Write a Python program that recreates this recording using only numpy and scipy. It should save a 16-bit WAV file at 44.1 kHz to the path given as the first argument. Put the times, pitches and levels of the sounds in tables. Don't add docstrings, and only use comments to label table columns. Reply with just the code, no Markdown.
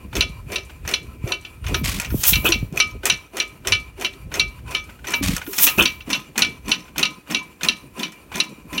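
import sys
import numpy as np
from scipy import signal
from scipy.fft import rfft, irfft
from scipy.io import wavfile
from scipy.ndimage import uniform_filter1d

SR = 44100
rng = np.random.default_rng(int(sys.argv[2]) if len(sys.argv) > 2 else 0)


def gain_from_decibels(decibels):
    exponent = np.asarray(decibels, float) / 20
    return 10 ** exponent


def unload_wav(signal):
    wavfile.write(
        sys.argv[1],
        SR,
        np.round(np.clip(np.atleast_2d(signal).T, -1, 1) * 32767).astype(np.int16),
    )


N = 388080
TIME = np.arange(N) / SR

# start_s, peak_db, edge_db, bar_ring_db, arm_ring_db
CLACKS = [(0.2076, -2, -4.5, -5, 0.5), (0.5587, -8.5, -5, 1, -1), (0.9378, -3.5, -5.5, 3.5, -1),
          (1.3199, -9.5, -5.5, -3, 5), (1.7434, -4.5, -8.5, -1, -3), (2.5212, -1.5, -6, -1.5, -6),
          (2.801, -1.5, -3.5, 7, 2.5), (3.0991, 1, -4.5, -3, -3.5), (3.4, -2.5, -6, 3.5, -4),
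          (3.7218, 1, -8, 4, 4), (4.0467, -5, -10.5, 5.5, -11), (4.3961, -3.5, -3.5, 4.5, 4),
          (4.7487, -7.5, -10, 3, 6), (5.1375, -7, -10.5, 6, 3), (5.8547, -1.5, -6, -20, -1),
          (6.13, -3.5, -4, 1, -6), (6.4208, 1.5, -6, -8, -16), (6.7163, -2.5, -5, -3, -1),
          (7.029, 0, -6.5, -4.5, 3), (7.3466, -4, -7.5, -11.5, 2), (7.6855, -0.5, -5, -13, 0.5),
          (8.0313, -8, -7, -3.5, -4), (8.4012, -3.5, -2, -5, -1), (8.779, -10, -6, -6, 0)]
# start_s, peak_db
CAM_TICKS = [(0.1535, -8), (0.8767, -9), (1.666, -14.5), (3.055, -1.5), (3.672, -3.5), (4.3408, -8.5),
             (5.07, -12.5), (6.3785, -2), (6.981, -5), (7.6329, -5.5), (8.342, -18.5)]
# start_s, peak_db
IDLE_TICKS = [(0.5191, -19), (1.274, -31), (2.771, -15.5), (3.369, -13), (4.011, -17.5), (4.709, -22.5),
              (6.102, -15), (6.6824, -16), (7.299, -38), (7.9932, -20), (8.7295, -23)]
# pitch_hz, level_db, t60_s
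ROCKER = [(1920, -5, 0.044), (2490, -0.5, 0.032), (3020, -3.5, 0.022), (3500, 1.5, 0.0098),
          (4320, -5, 0.02), (5390, -5, 0.032), (6020, 1, 0.017), (6450, -8.5, 0.055), (7200, -33.5, 0.12),
          (9450, -15, 0.04), (11880, -9, 0.025), (15200, -20, 0.024)]
# pitch_hz, level_db
SCRAPE = [(290, -24.5), (500, -5.5), (784, -7), (1620, -7.5), (2430, -0.5), (4210, -16.5), (5630, -15),
          (11100, -23), (12500, -23), (16000, -20)]
# pitch_hz, level_db
YARD = [(71, -18.5), (120, -14), (278, 5.5), (757, -6.5), (988, -8.5), (1140, -10), (2070, -10),
        (2380, -12), (4880, -20), (9400, -18.5), (16000, -18)]
# start_s, level_db, length_s
BARKS = [
    (2.445, -18, 0.053),
    (5.78, -17.5, 0.066),
]
# start_s, thud_db, air_puff_db, gear_scrape_db
CLOSER = [
    (0, -29, -32.5, -31.5),
    (4.4, -15, -35, -30.5),
    (6.2, 3, -39, -28.5),
    (8.8, 1.5, -39, -29),
]


def noise(spectrum):
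    hz, db = np.transpose(spectrum)
    f = np.maximum(np.arange(N // 2 + 1) * SR / N, 1)
    colour = gain_from_decibels(np.interp(np.log(f), np.log(hz), db, left=-90, right=-90))
    y = irfft(rfft(rng.standard_normal(N)) * colour, N)
    return y / y.std()


def blows(s, db, rise, t60):
    x = np.zeros(N)
    at = np.round(np.asarray(s) * SR).astype(int)
    np.add.at(x, at[at < N], gain_from_decibels(db)[at < N])
    up = np.exp(-1 / (max(rise, 1e-4) * SR))
    down = np.exp(-np.log(1000) / (t60 * SR))
    decay = signal.lfilter([1], [1, -down], x + 1e-12)
    return signal.lfilter([1 - up], [1, -up], decay)


def tent(s, db, up_db_s, down_db_s):
    return gain_from_decibels(db - up_db_s * np.maximum(s - TIME, 0) - down_db_s * np.maximum(TIME - s, 0))


def walk(rate):
    k = int(SR / rate)
    held = np.repeat(rng.standard_normal(N // k + 1), k)
    return 1.54 * uniform_filter1d(held, k)[:N]


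def track(tables, column, rest=-120.):
    out = np.full(N, rest)
    for rows in tables:
        rows = np.array(rows)
        on = (TIME >= rows[0, 0]) & (TIME <= rows[-1, 0])
        out[on] = np.interp(TIME[on], rows[:, 0], rows[:, column])
    return out


def ring(force, hz, t60):
    pole = np.exp(2j * np.pi * hz / SR - np.log(1000) / (max(t60, .004) * SR))
    push = force.imag - np.r_[0, (force * np.conj(pole)).imag[:-1]]
    return signal.lfilter([1], [1, -2 * pole.real, abs(pole) ** 2], push)


def rubbed(modes, force, patchy_db):
    out = 0
    for hz, db, t60 in modes:
        mode = ring(force * rng.standard_normal(N), hz, t60) / np.sqrt(max(t60, .004) * SR / 20)
        out = out + gain_from_decibels(db + patchy_db * walk(20)) * mode
    return out


def struck(modes, s, db, chatter, scatter_db, rub=0, edge_db=0, bar_db=0, arm_db=0):
    lag, lag_db = np.transpose(chatter)
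    luck = rng.standard_normal((len(s), len(lag), 1 + 2 * len(modes)))
    at = np.minimum(((s[:, None] + lag * (1 + .15 * luck[..., 0])) * SR).astype(int), N - 1)
    out = np.zeros(N)
    for k, (hz, gain_db, t60) in enumerate(modes):
        force = rub * rng.standard_normal(N) + 0j if np.ndim(rub) else np.zeros(N, complex)
        on_bar, on_arm = 2150 < hz < 2400, 1150 < hz < 1400
        blow_db = db + edge_db * (hz > 3500) + bar_db * on_bar + arm_db * on_arm
        seated = bool(np.ndim(bar_db)) and (on_bar or on_arm)
        touch_db = lag_db + seated * (5 - 14 * (lag > 0))
        size = gain_from_decibels(blow_db[:, None] + touch_db + scatter_db * luck[..., 1 + 2 * k])
        np.add.at(force, at, size * np.exp(2j * luck[..., 2 + 2 * k]))
        out += gain_from_decibels(gain_db) * ring(force, hz, t60)
    return out


def spit(share):
    rate_hz, spurt_db, decay_s = 120, 4.0, .0015
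    size = gain_from_decibels(spurt_db * np.minimum(rng.exponential(size=N), 2.5))
    starts = (rng.random(N) < rate_hz / SR) * size
    return 1 + share * signal.lfilter([1], [1, -np.exp(-1 / (decay_s * SR))], starts)


def background():
    return noise(YARD) * gain_from_decibels(-55.5 + 0.66 * walk(6.2))


def wind():
    # start_s, level_db
    breeze = [(0.0, -39), (1.5, -45), (1.68, -27.5), (2.15, -29.5), (2.27, -48), (2.4, -31.5), (3.0, -40.5),
              (3.24, -52), (4.2, -45.5), (5.1, -47.5), (6, -52), (8.5, -66.5), (8.8, -52)]
    # start_s, level_db
    gusts = [(0.19, -26), (0.49, -40.5), (0.76, -40.5), (0.86, -36), (1.06, -37), (1.26, -33), (2.18, -25),
             (2.35, -24.5), (2.62, -30.5), (2.95, -37), (3.14, -37.5), (3.72, -30.5), (4.01, -50),
             (4.25, -33.5), (4.44, -37), (4.68, -35.5), (4.88, -47.5), (5.01, -47.5), (5.27, -24.5),
             (5.81, -33), (6.07, -53), (6.22, -60), (6.43, -45), (6.54, -41.5), (6.66, -39), (6.99, -43),
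             (7.32, -56), (7.47, -54), (7.69, -46), (7.94, -48), (8.33, -43), (8.73, -41.5)]
    blow = gain_from_decibels(track([breeze], 1)) + sum(tent(s, db, 170, 210) for s, db in gusts)
    draught = gain_from_decibels(np.interp(TIME, *np.transpose(CLOSER)[:2]) - 55.5)
    rumble = noise([(25, -25), (40, -0.5), (58, 1.0), (85, -2), (130, -9), (220, -22.5)])
    rumble = rumble * blow * gain_from_decibels(-1.0 + 1.8 * walk(12))
    flutter = noise([(90, -25.0), (130, -3.0), (260, -5.0), (700, -23.5)])
    flutter = flutter * (blow * gain_from_decibels(-13.0) + draught) * gain_from_decibels(4.5 * walk(35))
    return rumble + flutter


def thumps():
    # start_s, peak_db, pitch_hz, t60_s, fall_octaves_per_s
    hollow_notes = [(.05, -28, 200, .05, 10), (.17, -23, 150, .08, 5), (.297, -23, 169, .05, 10),
                    (.465, -27, 140, .06, 5), (1.24, -10, 117, 0.052, 7.4), (1.814, -20, 267, 0.18, 39.5),
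                    (1.828, -17, 150, .06, 10), (1.881, -22, 250, .04, 20), (1.985, -20, 200, .05, 15),
                    (1.97, -26, 200, 0.087, 8.5), (2.09, -20, 68.5, .12, 2), (2.123, -22.5, 300, 0.069, 7),
                    (2.143, -11, 400, 0.12, 139), (2.325, -10.5, 160, 0.038, 12),
                    (2.368, -11, 141, 0.044, 28), (2.384, -16.5, 251, .04, 28),
                    (2.559, -18, 247, 0.055, 19), (2.491, -14, 347, 0.14, 2.5),
                    (2.628, -8.5, 140, 0.039, 29), (2.725, -18, 208, 0.055, 62), (5.211, -16, 279, 0.11, 0),
                    (5.478, -20.5, 300, 0.064, -6), (5.49, -28, 405, 0.18, 2), (5.643, -28, 292, 0.2, 1),
                    (5.672, -21, 300, .05, 10), (5.778, -15.5, 200, 0.086, 3), (5.789, -17, 400, 0.056, 7),
                    (5.816, -16, 346, 0.12, 2)]
    out, t = np.zeros(N), TIME[:SR // 4]
    for s, db, hz, t60, fall in hollow_notes:
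        cycles = np.cumsum(hz * 2 ** (-fall * t)) / SR
        envelope = gain_from_decibels(db - 60 * t / t60) * (1 - np.exp(-t / 0.00054))
        out[int(s * SR):int(s * SR) + len(t)] += envelope * np.sin(2 * np.pi * cycles)
    return out


def taps():
    # start_s, peak_db
    tap_times = [(0.1295, -23.5), (0.4988, -35), (0.695, -29), (0.851, -25.5), (1.642, -25.5),
                 (3.033, -20.5), (3.3523, -32), (3.6494, -22.5), (3.977, -38), (4.3168, -23),
                 (4.588, -39.5), (4.6618, -40), (4.6788, -30), (4.8922, -29), (4.99, -39.5), (5.0432, -23),
                 (5.415, -21.5), (6.357, -21), (6.853, -38), (6.879, -34.5), (6.9598, -22), (7.2739, -33.5),
                 (7.6102, -20.5), (7.9718, -35), (8.318, -24)]
    # pitch_hz, level_db, t60_s
    follower = [(900, -5.5, .02), (1497, -0.5, .03), (1700, -8.5, .02), (2450, -10, 0.024),
                (3000, -5.5, .02), (3600, -8, .015)]
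    s, db = np.transpose(tap_times)
    tap = struck(follower, s, db - 7.5, [(0, -1.5), (.002, -2.5), (.006, -5.5)], scatter_db=3.5)
    return tap + noise(SCRAPE) * blows(s, db - 11, 0.0028, 0.11)


def intake():
    # start_s, length_s, rush_db, flutter_db
    intakes = [
        (1.832, 0.2, -27, -33),
        (5.219, 0.18, -24.5, -22.5),
    ]
    # share_of_length, rush_db, flutter_db, flutter_rate_hz
    gulp = [
        (0, -31, 0, 48.4),
        (.05, -4, -2, 47.9),
        (.36, -1, -0.5, 46.1),
        (.65, -6.5, -1.5, 45.3),
        (1, -27, -25.5, 41),
    ]
    # pitch_hz, level_db
    rush_colour = [(240, -19), (400, -12.5), (949, -12.5), (1130, -4.5), (1380, -10.5), (2360, -2),
                   (2840, -4.5), (4880, -8), (5600, -9), (16000, -16)]
    gulps = [[(s + share * length, rush_db + a, flutter_db + b, hz) for share, a, b, hz in gulp]
             for s, length, rush_db, flutter_db in intakes]
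    cycles = np.cumsum(track(gulps, 3, rest=0.)) / SR
    for s, *_ in intakes:
        cycles = cycles - (TIME >= s) * cycles[int(s * SR)]
    phase = (cycles - 0.0025) * (2 * np.pi)
    flap = .6 * np.sin(phase) + 0.3 * np.sin(2 * phase + 0.45)
    flap = flap + 0.69 * np.sin(4 * phase + .3) + 0.28 * np.sin(6 * phase)
    rush = noise(rush_colour) * gain_from_decibels(track(gulps, 1) + 1.8 * flap + 2.0 * walk(200)) * spit(.35)
    return rush + flap * gain_from_decibels(track(gulps, 2) + 3.7 * walk(90))


def leak():
    # intake_shuts_s, top_of_stroke_s, whistle_db, blast_db, whistle_lasts_s
    firings = [
        (1.769, 2.29, -13, -14.5, 0.022),
        (5.156, 5.64, -12.5, -14, 0.03),
    ]
    # pitch_hz, level_db
    whistle_colour = [(6000, -26), (9500, -13), (11200, -6), (12400, 1), (13600, -6), (14900, 1),
                      (16500, -2)]
    blast_colour = [(700, -14.5), (1500, -13.5), (2300, -11.5), (3300, -4), (4500, -12), (6000, -4.5),
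                    (8000, -7.5), (11000, -6.5), (16500, -3)]
    compression_s, seal_s = .23, .045
    whistle, blast = 0, 0
    for (shut, top, whistle_db, blast_db, lasts), (bark, *_) in zip(firings, BARKS):
        sealed = np.clip((TIME - top + compression_s) / seal_s, 0, 1) ** 2
        opens = bark + 0.02
        peak = gain_from_decibels(whistle_db) * np.exp(-((TIME - top) / lasts) ** 2)
        whistle = whistle + sealed * tent(top, -27, 75, 84) + peak
        whistle = whistle + tent(shut, -38.5, 600, 120) * (TIME < shut + .055)
        whistle = whistle + tent(opens, -24.5, 300, 480) * (TIME > bark)
        blast = blast + tent(top, blast_db, 254, 340) + tent(top, -35.5, 110, 150)
        blast = blast + tent(opens, -25.5, 300, 560) * (TIME > bark)
    hiss = noise(whistle_colour) * whistle + noise(blast_colour) * blast
    return hiss * gain_from_decibels(1.0 * walk(150)) * spit(.12)


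def igniter():
    # start_s, level_db
    snaps = [
        (2.2349, 1),
        (5.5828, 2),
    ]
    snap_hz = 6500
    t = TIME[:SR // 500]
    pulse = np.sin(2 * np.pi * snap_hz * t) * np.exp(-t * snap_hz * 1.3)
    out = np.zeros(N)
    for s, db in snaps:
        out[int(s * SR):int(s * SR) + len(t)] = gain_from_decibels(db) * pulse
    return out


def exhaust():
    # pitch_hz, width_hz, level_db, late_s
    muffler = [(300, 590, -5, 0.001), (610, 400, -11, 0.), (1310, 620, -2.5, 0.0073),
               (2550, 210, 3, 0.0049), (2940, 310, 2.5, 0.012), (3290, 540, 0, 0.024)]
    out, rasp = np.zeros(N), gain_from_decibels(2.0 * walk(500))
    for hz, width, gain_db, late in muffler:
        half = width / 2
        band = noise([(max(hz - width, 60), -22), (hz - half, -3), (hz, 0), (hz + half, -3), (hz + width, -22)])
        for s, db, length in BARKS:
            share = np.clip((TIME - s - late) / (length - late), 0, 1)
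            out += gain_from_decibels(db + gain_db) * band * rasp * np.sin(np.pi * share ** 0.29)
    return out


def stroke():
    turn_db = [1, -1, -1, -2, 0, 0, -1, 1, 1.5, -1, 1.5, -1, -4.5, 1.5, -0.5, -0.5, 0.5, -1, 0, -0.5, 0, 1,
               -1, -0.5]
    # pitch_hz, level_db
    puff_colour = [(71, -52.5), (120, -29), (183, -10), (301, -6.5), (387, 6), (447, -10), (547, -3.5),
                   (748, -7.5), (900, -32.5), (1170, -29.5), (1980, -120)]
    # pitch_hz, level_db, t60_s
    castings = [(1017, 2, 0.046), (1304, -2.5, 0.035), (2362, 1, 0.093), (2507, 0, 0.048),
                (2630, -12, 0.029), (2830, -3, 0.023), (4240, -17.5, 0.014), (4580, -12.5, 0.046),
                (5800, -17.5, 0.057), (7310, -11, 0.013), (9260, -9, 0.02), (9900, -11, 0.027),
                (12600, -9, .009)]
    # share_of_turn, level_db
    gear_load = [
        (0, 1.5),
        (.15, -27),
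        (.3, -14),
        (.54, -14),
        (.62, -25),
        (.7, -23),
        (.8, -7),
        (.92, -0.5),
        (1, 2),
    ]
    s = np.transpose(CLACKS)[0]
    gap = np.diff(s)
    turn = np.minimum(np.r_[gap[0], gap], np.r_[gap, gap[-1]])
    near_s, *near_db = np.transpose(CLOSER)
    thud_db, puff_db, scrape_db = (np.interp(s, near_s, column) for column in near_db)
    scrape_db = scrape_db - 62.5 * (turn - 0.28)

    port = rubbed([(391, -4, .12)], 1., patchy_db=1.6)
    puff = (noise(puff_colour) + port) * gain_from_decibels(1.6 * walk(40))
    puff = puff * blows(s - .068, puff_db + turn_db + 6.0, 0.024, 0.25)
    thud = noise([(110, -47.0), (160, -2.0), (250, -2.5), (330, -4.5)])
    thud = thud * blows(s - .06, thud_db + turn_db - 26.0, 0.027, 0.25)
    thud = thud + rubbed([(1020, 0.5, .09)], blows(s - .05, thud_db - 34, .03, .3), patchy_db=2.2)

    touch = np.sort(np.transpose(CAM_TICKS + IDLE_TICKS)[0])
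    touch = np.maximum(touch[np.searchsorted(touch, s) - 1], s - .08)
    drag = blows(touch, scrape_db - 0.5, 0.0024, 0.22) + blows(s - .07, scrape_db - 10, 0.037, 0.4)
    slip_rate_hz, slip_db = 300, 3.5
    slips = (rng.random(N) < slip_rate_hz / SR) * gain_from_decibels(slip_db * rng.exponential(size=N))
    even = noise(SCRAPE) * gain_from_decibels(3.0 * walk(150)) * drag
    drag = even + rubbed(ROCKER, gain_from_decibels(8) * slips * drag, patchy_db=3.0)

    turns = np.interp(TIME, np.r_[2 * s[0] - s[1], s, 2 * s[-1] - s[-2]], np.arange(len(s) + 2))
    load = gain_from_decibels(np.interp(turns % 1, *np.transpose(gear_load)))
    gears = noise(YARD) * load * gain_from_decibels(-42.0) + rubbed(castings, load * gain_from_decibels(-43.5), patchy_db=2.2)
    return puff + thud + drag + gears


def ticks():
    # start_s, peak_db
    rattles = [(1.987, -20), (2.018, -19), (2.0467, -21), (2.725, -32), (3.064, -10), (5.281, -16),
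               (6.391, -13), (6.993, -12), (0.8895, -16), (0.1653, -12.5), (0.9128, -17), (0.933, -29),
               (1.683, -21.5), (2.488, -7), (2.7596, -26), (3.998, -26), (4.3548, -16.5), (5.0829, -18),
               (5.1056, -15), (5.12, -17), (5.532, -14.5), (5.601, -19), (5.668, -1), (5.824, -6),
               (6.093, -25), (6.692, -16), (7.3115, -15.5), (7.646, -15.5), (7.981, -27), (8.1214, -32.5),
               (8.3562, -12.5), (8.3798, -20), (8.4366, -27)]
    # first_firing_s, second_firing_s, peak_db, treble_db, body_db
    firing_ticks = [(1.745, 5.136, -16, -46, 2), (1.8484, 5.236, -15, -7.5, -29),
                    (1.999, 5.365, -10, -10, -10), (2.1036, 5.4658, -23, -25, -5.5),
                    (2.2374, 5.5855, -4, -8.5, -19.5)]
    rows = [(s, db, -12.5, -14) for s, db in IDLE_TICKS]
    rows += [(s - 0.035, -46.5, -30.5, -4) for s, _ in IDLE_TICKS]
    rows += [(s, db, -12, -13.5) for s, db in rattles]
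    rows += [(s, *tint) for first, second, *tint in firing_ticks for s in (first, second)]
    rows += [(s, db, -6.5 + 2.1 * db, -19) for s, db in CAM_TICKS]
    return np.array(rows)


def valve_gear():
    # pitch_hz, level_db, t60_s
    frame_modes = [(947, -9, 0.14), (1270, -9, 0.21), (1424, -1, 0.08), (1703, 4, 0.026)]
    bounce_s = .012
    s, db, treble_db, body_db = ticks().T
    crack = blows(s, db + treble_db, 0.00028, 0.025)
    crack = crack + blows(s + bounce_s, db + treble_db - 11.5, 0.0011, 0.048)
    crack = noise([(4000, -9.5), (7000, 3.5), (15800, -7)]) * crack
    rocker = struck(ROCKER, s, db - 17.5, [(0, 0), (.002, -4), (.005, -8), (bounce_s, -4)], scatter_db=4.5)
    frame = struck(frame_modes, s, db + body_db - 10.5, [(0, 1.5), (.004, -0.5)], scatter_db=0.5)
    tail = noise(SCRAPE) * blows(s, db - 21.0, 0.0045, 0.19)
    return crack + rocker + frame + tail


def latch():
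    # start_s, peak_db, edge_db, bar_ring_db, arm_ring_db
    knocks = [(1.4242, -39, -11, -3, -6), (1.449, -19, -31, 1, -6), (2.048, -17.5, -27, -3, 5),
              (2.332, -1, -9.5, 5, 2.5), (2.355, -5.5, -8, -2.5, 2.5), (5.6736, -2, -14.5, -6, 8),
              (5.696, -14, -10, -6.5, 3), (6.0052, -23.5, -23, -3, 1)]
    # start_s, peak_db
    rebounds = [(0.2218, -14), (0.582, -21.5), (0.9553, -22), (1.3356, -27.5), (1.7605, -38),
                (2.5385, -14.5), (2.8197, -14.5), (3.12, -12), (3.4191, -18.5), (3.7487, -14), (4.06, -20),
                (4.411, -15.5), (4.763, -19.5), (5.1665, -28), (5.8746, -12), (6.1435, -14),
                (6.4475, -12.5), (6.7371, -15), (7.0518, -10.5), (7.3675, -20), (7.7131, -21.5),
                (8.051, -25.5), (8.414, -27)]
    # pitch_hz, level_db, t60_s
    latch_modes = [(1010, -20.5, 0.063), (1254, -22.5, 0.32), (1478, -19, 0.089), (1765, -19, 0.11),
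                   (2318, -5, 0.19), (2370, -15, .1), (2437, -13, 0.054), (2580, -18.5, 0.069),
                   (2718, -1.5, 0.083), (2840, -0.5, 0.017), (2993, -3, 0.055), (3174, -14, 0.071),
                   (3410, -25, 0.11), (3420, -21, 0.19), (3693, -10, 0.049), (3917, 3.5, 0.017),
                   (4163, 1, 0.019), (4520, -13.5, 0.07), (4630, -25, .07), (5030, -35.5, 0.074),
                   (5250, -17, 0.1), (5740, -17, 0.098), (5850, 0.5, 0.02), (6260, -15.5, 0.028),
                   (9600, -8.5, 0.016), (10150, -11, 0.023)]
    # pitch_hz, level_db
    clang = [(290, -53), (500, -11.5), (1130, -55.5), (1260, -6), (1620, -12), (2730, 6.5), (3250, 1),
             (5880, -11.5), (6900, -16.5), (9920, -41), (16000, -37)]
    s = np.transpose(CLACKS)[0]
    turn = np.minimum(np.diff(s, append=N / SR + .3), .38)
    spring = noise([(2000, -20.5), (5000, 3.5), (9000, 7.5), (15500, -5.5)])
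    spring = spring * blows(s + .238 * turn, -49 + 1.5 * rng.standard_normal(len(s)), 2e-4, 0.11)

    jumps = [(s, db + 0.5, -9.5, -4, -4) for s, db in rebounds]
    s, db, edge_db, bar_db, arm_db = np.transpose(CLACKS + knocks + jumps)
    rattle = blows(s, db - 45.5, 0.0024, 0.073) * gain_from_decibels(5.37 * walk(300))
    chatter = [(0, -1.5), (.0013, 1.5), (.0028, -3), (.0045, -3.5), (.009, -15.5), (.013, -19), (.036, -24.5)]
    hit = struck(latch_modes, s, db - 17, chatter, scatter_db=3.0, rub=rattle,
                 edge_db=edge_db + 8, bar_db=bar_db, arm_db=arm_db)
    hit = signal.sosfilt(signal.butter(2, 8000, fs=SR, output="sos"), hit)
    smear = noise(clang) * (blows(s, db - 15.0, 0.00077, 0.045) + blows(s, db - 27.5, 0.0044, 0.17))
    return hit + smear + spring


def scene():
    firing = intake() + leak() + igniter() + exhaust()
    engine = taps() + firing + stroke() + valve_gear() + latch()
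    t = np.arange(int(.4 * SR)) / SR
    echo = rng.standard_normal(len(t)) * gain_from_decibels(-60 * t / 0.29) * (t > .004)
    wet = signal.fftconvolve(engine, echo / np.sqrt(np.sum(echo ** 2)))[:N]
    return (engine + gain_from_decibels(-19.0) * wet + thumps() + wind() + background())[None]


def top_cut(x):
    return signal.sosfilt(signal.butter(12, 16980, fs=SR, output="sos"), x)


def record(dry):
    ceiling = 1.02
    x = signal.sosfilt(signal.butter(3, 36, "high", fs=SR, output="sos"), dry)
    x = ceiling * np.tanh(x / ceiling)
    x = signal.sosfilt(signal.ellip(8, .2, 60, 15900, fs=SR, output="sos"), x)
    return top_cut(x)


dry = scene()
out = record(dry)
unload_wav(out)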